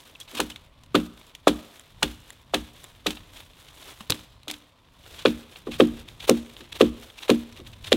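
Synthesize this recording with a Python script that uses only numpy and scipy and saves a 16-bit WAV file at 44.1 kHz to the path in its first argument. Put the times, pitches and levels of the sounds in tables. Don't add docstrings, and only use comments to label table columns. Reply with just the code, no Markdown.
import sys
import numpy as np
from scipy import signal
from scipy.fft import rfft, irfft
from scipy.io import wavfile
from scipy.ndimage import uniform_filter1d

SR = 44100
rng = np.random.default_rng(int(sys.argv[2]) if len(sys.argv) > 2 else 0)


def transcribe(u):
    v = np.clip(np.atleast_2d(u).T, -1, 1)
    q = np.round(v * 32767).astype(np.int16)
    wavfile.write(sys.argv[1], SR, q)


def magnitude_from_level(level_db):
    exponent = np.asarray(level_db, float) / 20
    return 10 ** exponent


N = 351036
KNEE_DOWN_S = 5.04

# frequency in Hz, level in dB per Hz.
AIR_COLOUR = [(59, -36.5), (100, -6.5), (271, -0.5), (322, -8.5), (991, -4), (1520, -15), (3400, -18),
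              (7770, -32.5), (16000, -44)]
# time in seconds, level in dB.
WIND_BASS = [(0., -65.5), (2.1, -89), (3.3, -64.5), (4.1, -59.5), (4.8, -65.5), (5.1, -61.5), (5.7, -62.5),
             (6.4, -62), (6.75, -65), (7.2, -63), (7.96, -66)]
# frequency in Hz, level in dB per Hz.
LEAF_COLOUR = [(180, -25), (300, -4), (1900, -8.5), (2700, -6.5), (3550, -2.5), (4250, -9.5), (4650, -13),
               (12500, -18), (16000, -22)]
# level in dB, treble in
# dB.
LEAF_TREBLE = [(-68, -14.5), (-51, -5.5), (-53.5, -8.5), (-34, -6)]
# peak in seconds, level in dB, rise and fall in seconds.
RUSTLES = [(.001, -55, .05, 0.24), (.212, -59, 0.0062, 0.016), (.3, -53, 0.01, 0.069),
           (0.377, -38.5, 0.049, 0.021), (.512, -60, 0.017, 0.014), (1.2, -60.5, 0.075, 0.26),
           (1.759, -57, 0.21, .2), (2.016, -67.5, 0.13, 0.036), (2.296, -59, 0.095, 0.21),
           (2.809, -56, 0.1, 0.28), (3.369, -50, 0.07, 0.11), (3.602, -57.5, 0.08, 0.2),
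           (3.891, -45.5, 0.14, 0.088), (4.02, -50, 0.037, 0.046), (4.502, -48, 0.014, 0.1),
           (5.14, -49.5, .12, 0.13), (5.2, -59, 0.15, 0.15), (5.572, -56.5, 0.3, 0.17),
           (6.001, -49, 0.07, 0.037), (6.099, -54.5, 0.028, 0.097), (6.276, -38.5, 0.0045, 0.041),
           (6.598, -53.5, 0.18, 0.074), (7.023, -53, 0.057, 0.24), (7.185, -62, .02, .04),
           (7.59, -61, 0.29, 0.12), (7.676, -58, 0.048, 0.23)]
# peak in seconds, peak in dB, fall in ms.
CRUNCHES = [(0.3754, -27, 7.3), (.388, -23, 2.5), (0.791, -53, 3), (.97, -41, 3.3), (3.3717, -35.5, 4.6),
            (4.5025, -24.5, 3.6), (4.5416, -31.5, 1.6), (5.1925, -33.5, 23), (5.225, -32, 1.2),
            (5.2666, -21.5, 2.6), (5.282, -27.5, 5.3), (5.7174, -33.5, 59), (5.7412, -31.5, 6.8),
            (6.0876, -34, 2.3), (6.2061, -31, 4.8), (6.2256, -36, 9.4), (6.2515, -33, 1.8),
            (6.729, -27, 1.7), (6.757, -32.5, 11), (6.8188, -21, 3), (7.1826, -35, 5.7),
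            (7.191, -32.5, 1.3), (7.233, -27.5, 4.8), (7.575, -36.5, 2.9), (7.671, -37, 5.3),
            (7.734, -40.5, 7.4), (6.499, -43, 5), (7.8472, -31, 5.4), (7.872, -28.5, 16)]
# peak in seconds, peak in dB, treble in dB, fall in ms.
TWIGS = [(0.152, -37.5, -15, 1.7), (0.2013, -40, 4.5, 13), (.231, -44, 0, 1.5), (0.2766, -40.5, -15, 25),
         (0.351, -29, -3.5, 9), (0.5006, -29, -5.5, 6.6), (.5598, -30.5, -11, 4.9),
         (0.8354, -43, -2.5, 4.7), (1.3505, -29.5, -6, 3.6), (3.106, -23, -4, 4.4),
         (3.534, -40.5, -15.5, 2.2), (4.622, -49, -7.5, 2.5), (3.17, -32, -24, 5.8),
         (3.6856, -41, -7.5, 7.1), (.862, -47, -2, 1.75), (4.099, -15.5, -2, 3.2),
         (4.1218, -10.5, -14.5, 2.1), (4.4323, -36.5, -7, 1.6), (4.4812, -25, -5, 6.5), (4.5121, -26, 4, 3),
         (5.5587, -30.5, -28, 4.8), (5.872, -41, 7.5, 1.5), (6.279, -24, -17, 1.5),
         (6.5667, -23.5, -40, 0.45), (6.6066, -31, -14, 6.8), (7.101, -36, -19, 3.2),
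         (7.5247, -40, -6, 6.9), (7.565, -28, -35, .7), (7.6016, -33, -14, 2.6), (7.92, -9, -16, 6.6)]
# start in seconds, level in dB.
TICKS = [
    (1.7964, -39.5),
    (2.3045, -35.5),
    (2.842, -38.5),
]
# frequency in Hz, level in dB, t60 in seconds.
FITTING_PARTIALS = [(1940, -2, 0.014), (3500, 5, 0.0066), (7540, 5, 0.0065), (10000, 7, 0.0037)]
# start in seconds, level in dB, frequency in Hz, length in ms.
SCRAPES = [
    (0.153, -36.5, 2720, 8),
    (0.203, -38.5, 3290, 28),
    (0.513, -43, 2990, 17),
]
# start in seconds, level in dB, frequency in Hz, t60 in seconds.
THUDS = [
    (.345, -39, 237, 0.11),
    (0.371, -41, 300, .1),
    (1.472, -16.5, 302, 0.097),
    (2.034, -28, 170, 0.078),
    (3.075, -30.5, 189, 0.07),
    (4.008, -38, 212, 0.066),
    (4.101, -20, 129, 0.029),
    (4.12, -33, 110, 0.078),
    (4.122, -31.5, 293, 0.051),
    (4.50, -45.5, 294, 0.39),
]
# peak in seconds, peak in dB, fall in ms.
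TAPS = [
    (0.37, -39, 35),
    (0.4156, -29, 2.2),
    (4.0068, -31, 4.6),
    (5.6757, -33.5, 1.5),
    (7.281, -31, 11),
]
# peak in seconds, then peak, treble and body in dB, fall in ms.
BITES = [(0.4024, -9, -5.5, -5, 3.7), (0.953, -9, -13, -3, 6.3), (1.4793, -9, -9, -6, 6.9),
         (2.0295, -6, -8.5, -6.5, 4.7), (2.5434, -11.5, -10, -5.5, 7.3), (3.067, -10.5, -9.5, -12, 5.8),
         (4.1041, -10.5, 1.5, -26, 2), (5.2586, -4.5, -32, -6, 2.9), (5.8058, -4, -19, -10, 1.9),
         (6.2963, 0, 0.5, -14, .8), (6.8134, -7, -11.5, -35, 1.4), (7.3014, -6, -11.5, -14, 3.4),
         (7.928, -1.5, -11, -17.5, 1.6)]
# start in seconds, knock in dB, knock in Hz, log ring in dB, ground thump in dB.
BLOWS_ABOVE = [
    (.322, -50, 305, -41, -81),
    (.394, -18, 426, -24, -54),
    (.945, -5, 309, -13.5, -51),
    (1.4709, 0, 585, -16, -48.5),
    (2.0243, -19.5, 883, -26, -48),
    (2.5362, -13, 618, -23.5, -50.5),
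    (3.0605, -17.5, 493, -26.5, -56.5),
    (4.099, -22, 533, -32.5, -69.5),
    (4.473, -36, 565, -40.5, -76),
]
# start in seconds, knock in dB, knock in Hz, log ring in dB, ground thump in dB.
BLOWS_SIDE = [
    (5.252, -2.5, 450, -15, -52.5),
    (5.669, -20, 375, -29, -57.5),
    (5.799, 0, 450, -11, -50.5),
    (6.2917, -2, 461, -13, -51.5),
    (6.602, -36, 314, -47, -68),
    (6.807, 0.5, 440, -11.5, -48),
    (7.2938, -3.5, 443, -12.5, -53.5),
    (7.594, -34.5, 330, -44, -64.5),
    (7.9193, -3, 493, -17, -46.5),
]
MODE_HZ = [108, 142, 179, 214, 235, 260, 303, 350, 393, 446, 516, 575, 660, 740, 1060, 1260]
# level in dB and t60 in seconds from above, level in dB and t60 in seconds from the side.
MODE_RINGS = [(-15.5, 0.08, -17.5, 0.15), (-16, 0.15, -26, 0.39), (-12.5, .38, -12, 0.22),
              (-10, 0.3, -6.5, 0.18), (-6.5, 0.35, -2.5, 0.35), (-8.5, 0.23, -28, 0.55),
              (-1, 0.29, -3.5, 0.26), (-10, 0.24, -2, 0.18), (0, 0.11, -28.5, 0.17), (-10, 0.18, -2, 0.085),
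              (-6.5, 0.14, -2, 0.084), (-10, 0.13, -19, 0.14), (-3, 0.037, -20.5, 0.12),
              (-19, 0.16, -8.5, 0.037), (-26, .06, -6, 0.023), (-23, .1, -56, 0.033)]


def unit(x):
    return x / np.sqrt(np.mean(x ** 2))


def band(x, lo_hz, hi_hz, order=2):
    return signal.sosfilt(signal.butter(order, [lo_hz, hi_hz], "bandpass", fs=SR, output="sos"), x)


def edge(x, hz, order, kind="lowpass"):
    return signal.sosfilt(signal.butter(order, hz, kind, fs=SR, output="sos"), x)


def colour(x, points):
    hz, db = np.transpose(points)
    f = np.maximum(np.arange(len(x) // 2 + 1) * SR / len(x), 1)
    return irfft(rfft(x) * magnitude_from_level(np.interp(np.log(f), np.log(hz), db)), len(x))


def walk(rate):
    hold = int(SR / rate)
    steps = np.repeat(rng.standard_normal(N // 100), hold)[:N]
    return 1.26 * uniform_filter1d(uniform_filter1d(steps, hold), hold)


def swell(s, db, rise_s, fall_s):
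    t = np.arange(N) / SR - s
    return magnitude_from_level(db - 15 * np.maximum(-t / max(rise_s, .005), t / max(fall_s, .005)))


def decay(t, t60):
    return np.exp(-np.log(1000) * t / t60)


def add(track, s, sound):
    i = int(s * SR)
    track[i:i + len(sound)] += sound[:N - i]


def distant_wood():
    hiss, slow, out = colour(rng.standard_normal(N), AIR_COLOUR), walk(1.0), 0
    for hz in 100 * 2. ** np.arange(7):
        out = out + magnitude_from_level(.4 * slow + 1.1 * walk(18)) * band(hiss, hz, 2 * hz)
    return magnitude_from_level(-63) * unit(out + band(hiss, 12800, 20000))


def rumble():
    noise = unit(magnitude_from_level(2.7 * walk(4.4)) * band(rng.standard_normal(N), 28, 118))
    gain = magnitude_from_level(np.interp(np.arange(N) / SR, *np.transpose(WIND_BASS)))
    for s, *_, ground_db in BLOWS_ABOVE + BLOWS_SIDE:
        gain = gain + swell(s + 0.035, ground_db - 5, rise_s=0.2, fall_s=.25)
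    return magnitude_from_level(5.5) * gain * noise


def falling_chips(s):
    lag_s, rise_s = 0.009, 0.014
    return swell(s + lag_s, -44, rise_s, 0.063) + swell(s + lag_s, -50, rise_s, 0.15)


def sleeve_swing(s):
    lifted = np.clip((s - 0.032 - np.arange(N) / SR) / 0.0083, 0, 1)
    sweep = swell(s - 0.059, -47, rise_s=0.037, fall_s=0.48) * lifted
    return sweep + swell(s - 0.011, -37.5, 0.01, 0.01)


def stirring():
    litter_db = np.where(np.arange(N) / SR < KNEE_DOWN_S, -66.5, -67)
    gain = magnitude_from_level(litter_db) + sum(swell(*row) for row in RUSTLES)
    for s, *_ in BITES:
        gain = gain + falling_chips(s)
        if s > 5.5:
            gain = gain + sleeve_swing(s)
    return 20 * np.log10(gain)


def leaves():
    db = stirring()
    treble_db = np.interp(db, *np.transpose(LEAF_TREBLE)) - 1.5 * (np.arange(N) > KNEE_DOWN_S * SR)
    flurry_db = 1.2 * walk(55) + 1.92 * walk(160)
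    size_db = 3.9 * np.minimum(rng.exponential(size=(2, N)), 6) + [1.2 * walk(300), 1.0 * walk(300)]
    grains = rng.standard_normal((2, N)) * magnitude_from_level(size_db + flurry_db)
    big, small = (colour(g, LEAF_COLOUR) for g in grains)
    low, high = edge(big, 5000, 3), edge(small, 5000, 3, "highpass")
    return magnitude_from_level(db) * (low + magnitude_from_level(treble_db + 8.5) * high) / np.std(band(big, 1400, 6900))


def fracture(rows):
    mid, top, body = np.zeros((3, N))
    before = 512
    ms = (np.arange(3072) - before) * 1000 / SR
    for s, db, treble_db, body_db, rise_ms, fall_ms in rows:
        click_db = 2.75 * np.minimum(rng.exponential(size=len(ms)), 3.5)
        clicks = unit(rng.standard_normal(len(ms)) * magnitude_from_level(click_db))
        clicks[before] = 1.5
        after = np.maximum(ms, 0) / max(fall_ms, .3)
        rising = magnitude_from_level(16 * np.minimum(ms, 0) / max(rise_ms, .2))
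        falling = magnitude_from_level(-14 * after) + 0.15 * magnitude_from_level(-2.5 * after)
        shower = magnitude_from_level(db) * clicks * np.where(ms < 0, rising, falling)
        start = s - before / SR
        add(mid, start, shower)
        add(top, start, magnitude_from_level(treble_db) * shower)
        add(body, start, magnitude_from_level(body_db) * shower)
    ring = signal.lfilter(*signal.iirpeak(3560, 4.37, fs=SR), mid)
    presence = edge(magnitude_from_level(1) * band(mid, 2318, 3614) + magnitude_from_level(6) * ring, 4070, 5)
    treble = magnitude_from_level(1) * band(top, 4400, 8900, order=1)
    return presence + magnitude_from_level(-9.5) * band(mid, 1400, 2190) + treble + magnitude_from_level(10.5) * band(body, 680, 1700)


def crunches():
    return fracture([(s, db, -11, -15.5, 10.3, fall_ms) for s, db, fall_ms in CRUNCHES])


def twigs():
    return fracture([(s, db, treble_db, -14, .6, fall_ms) for s, db, treble_db, fall_ms in TWIGS])


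def ticks():
    out, t = np.zeros(N), np.arange(1024) / SR
    for s, db in TICKS:
        for hz, partial_db, t60 in FITTING_PARTIALS:
            chance = rng.standard_normal()
            tone = np.sin(2 * np.pi * hz * (1 + .02 * chance) * t)
            add(out, s, magnitude_from_level(db + partial_db + 1.8 * chance) * decay(t, t60) * tone)
    return out


def scrapes():
    out = np.zeros(N)
    for s, db, hz, ms in SCRAPES:
        squeak = unit(band(rng.standard_normal(4096), hz - 140, hz + 140))[-int(ms * SR / 1000):]
        add(out, s, magnitude_from_level(db) * squeak * np.hanning(len(squeak)))
    return out


def thuds():
    out, t = np.zeros(N), np.arange(SR // 4) / SR
    for s, db, hz, t60 in THUDS:
        onset = 1 - np.exp(-t / 0.00065)
        add(out, s, magnitude_from_level(db + 3.0) * onset * decay(t, t60) * np.sin(2 * np.pi * hz * t))
    return out


def tears():
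    body_db, rise_ms = -2, 0.87
    rows = [(s, db - 20.5, -9.5, body_db, rise_ms, 13.6) for s, db, *_ in BLOWS_ABOVE + BLOWS_SIDE]
    return fracture(rows + [(s, db, -11, body_db, rise_ms, fall_ms) for s, db, fall_ms in TAPS])


def bites():
    rows = []
    for s, db, treble_db, body_db, fall_ms in BITES:
        rise_ms = (0.38 if s > KNEE_DOWN_S else .45) * fall_ms
        rows.append((s, db, treble_db, body_db, rise_ms, fall_ms))
    return fracture(rows)


def ground_thump(t, side):
    lag_s, length_s = (0.017, 0.046)[side], (0.13, 0.12)[side]
    g = np.clip((t - lag_s) / length_s, 0, 1)
    return np.sin(np.pi * g ** 0.64) * np.sin(2 * np.pi * 51.7 * t * (1 + 1.0 * t) + rng.standard_normal())


def log_ring(t, side):
    hz, rings = np.array(MODE_HZ)[:, None], np.array(MODE_RINGS)
    mode_db, t60 = rings[:, 2 * side, None], rings[:, 2 * side + 1, None]
    share = magnitude_from_level(mode_db + 1.3 * rng.standard_normal((len(hz), 1)))
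    return_s = (0.0018, 0.00895)[side]
    late = np.maximum(t - return_s - 1.1 / hz, 0)
    modes = share * decay(late, t60) * (1 - np.exp(-late / 0.0021)) * np.sin(2 * np.pi * hz * late)
    soil_db = 5.5 * (np.exp(-late / .035) - .5)
    chance = rng.standard_normal((len(hz), 40))
    rocking_db = 1.1 * np.array([np.interp(t, np.arange(40) * .018, row) for row in chance])
    return band((modes * magnitude_from_level(soil_db + rocking_db)).sum(0), 88, 6000)


def knock(t, hz, side):
    cycles, glide, edge_db = (2.9, 3.2)[side], (0.61, 0.32)[side], (-8, -16)[side]
    u = np.minimum(t * hz / cycles, 1)
    turns = cycles * ((1.021 + glide) * u - glide * u ** 2)
    bite = magnitude_from_level(edge_db) * np.sin(2 * np.pi * 1200 * t)
    return band(np.sin(np.pi * u ** 1.32) * (np.sin(2 * np.pi * turns) + bite), 310, 6000)


def blows(table, side):
    out, t = np.zeros(N), np.arange(SR // 2) / SR
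    for s, knock_db, knock_hz, ring_db, ground_db in table:
        add(out, s, magnitude_from_level(knock_db) * knock(t, knock_hz, side))
        add(out, s, magnitude_from_level(ring_db) * log_ring(t, side))
        add(out, s, magnitude_from_level(ground_db + 11.0) * ground_thump(t, side))
    return out


def trunks(x):
    t = np.arange(SR // 2) / SR
    tail = band(rng.standard_normal(len(t)), 430, 7500, order=1) * decay(t, 0.73) * (t > .012)
    return magnitude_from_level(-28) * signal.fftconvolve(x, tail / np.sqrt(np.sum(tail ** 2)))[:N]


def scene():
    background = distant_wood() + rumble() + leaves()
    cracks = crunches() + twigs() + tears() + bites()
    chopping = blows(BLOWS_ABOVE, 0) + blows(BLOWS_SIDE, 1) + cracks + ticks()
    return (background + scrapes() + thuds() + chopping + trunks(chopping))[None]


def roll_off(x):
    return signal.sosfilt(signal.butter(12, 16670, fs=SR, output="sos"), x)


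def record(dry):
    x = signal.sosfilt(signal.ellip(8, .2, 60, 15800, fs=SR, output="sos"), dry)
    return roll_off(np.clip(x, -1, 1))


dry = scene()
out = record(dry)
transcribe(out)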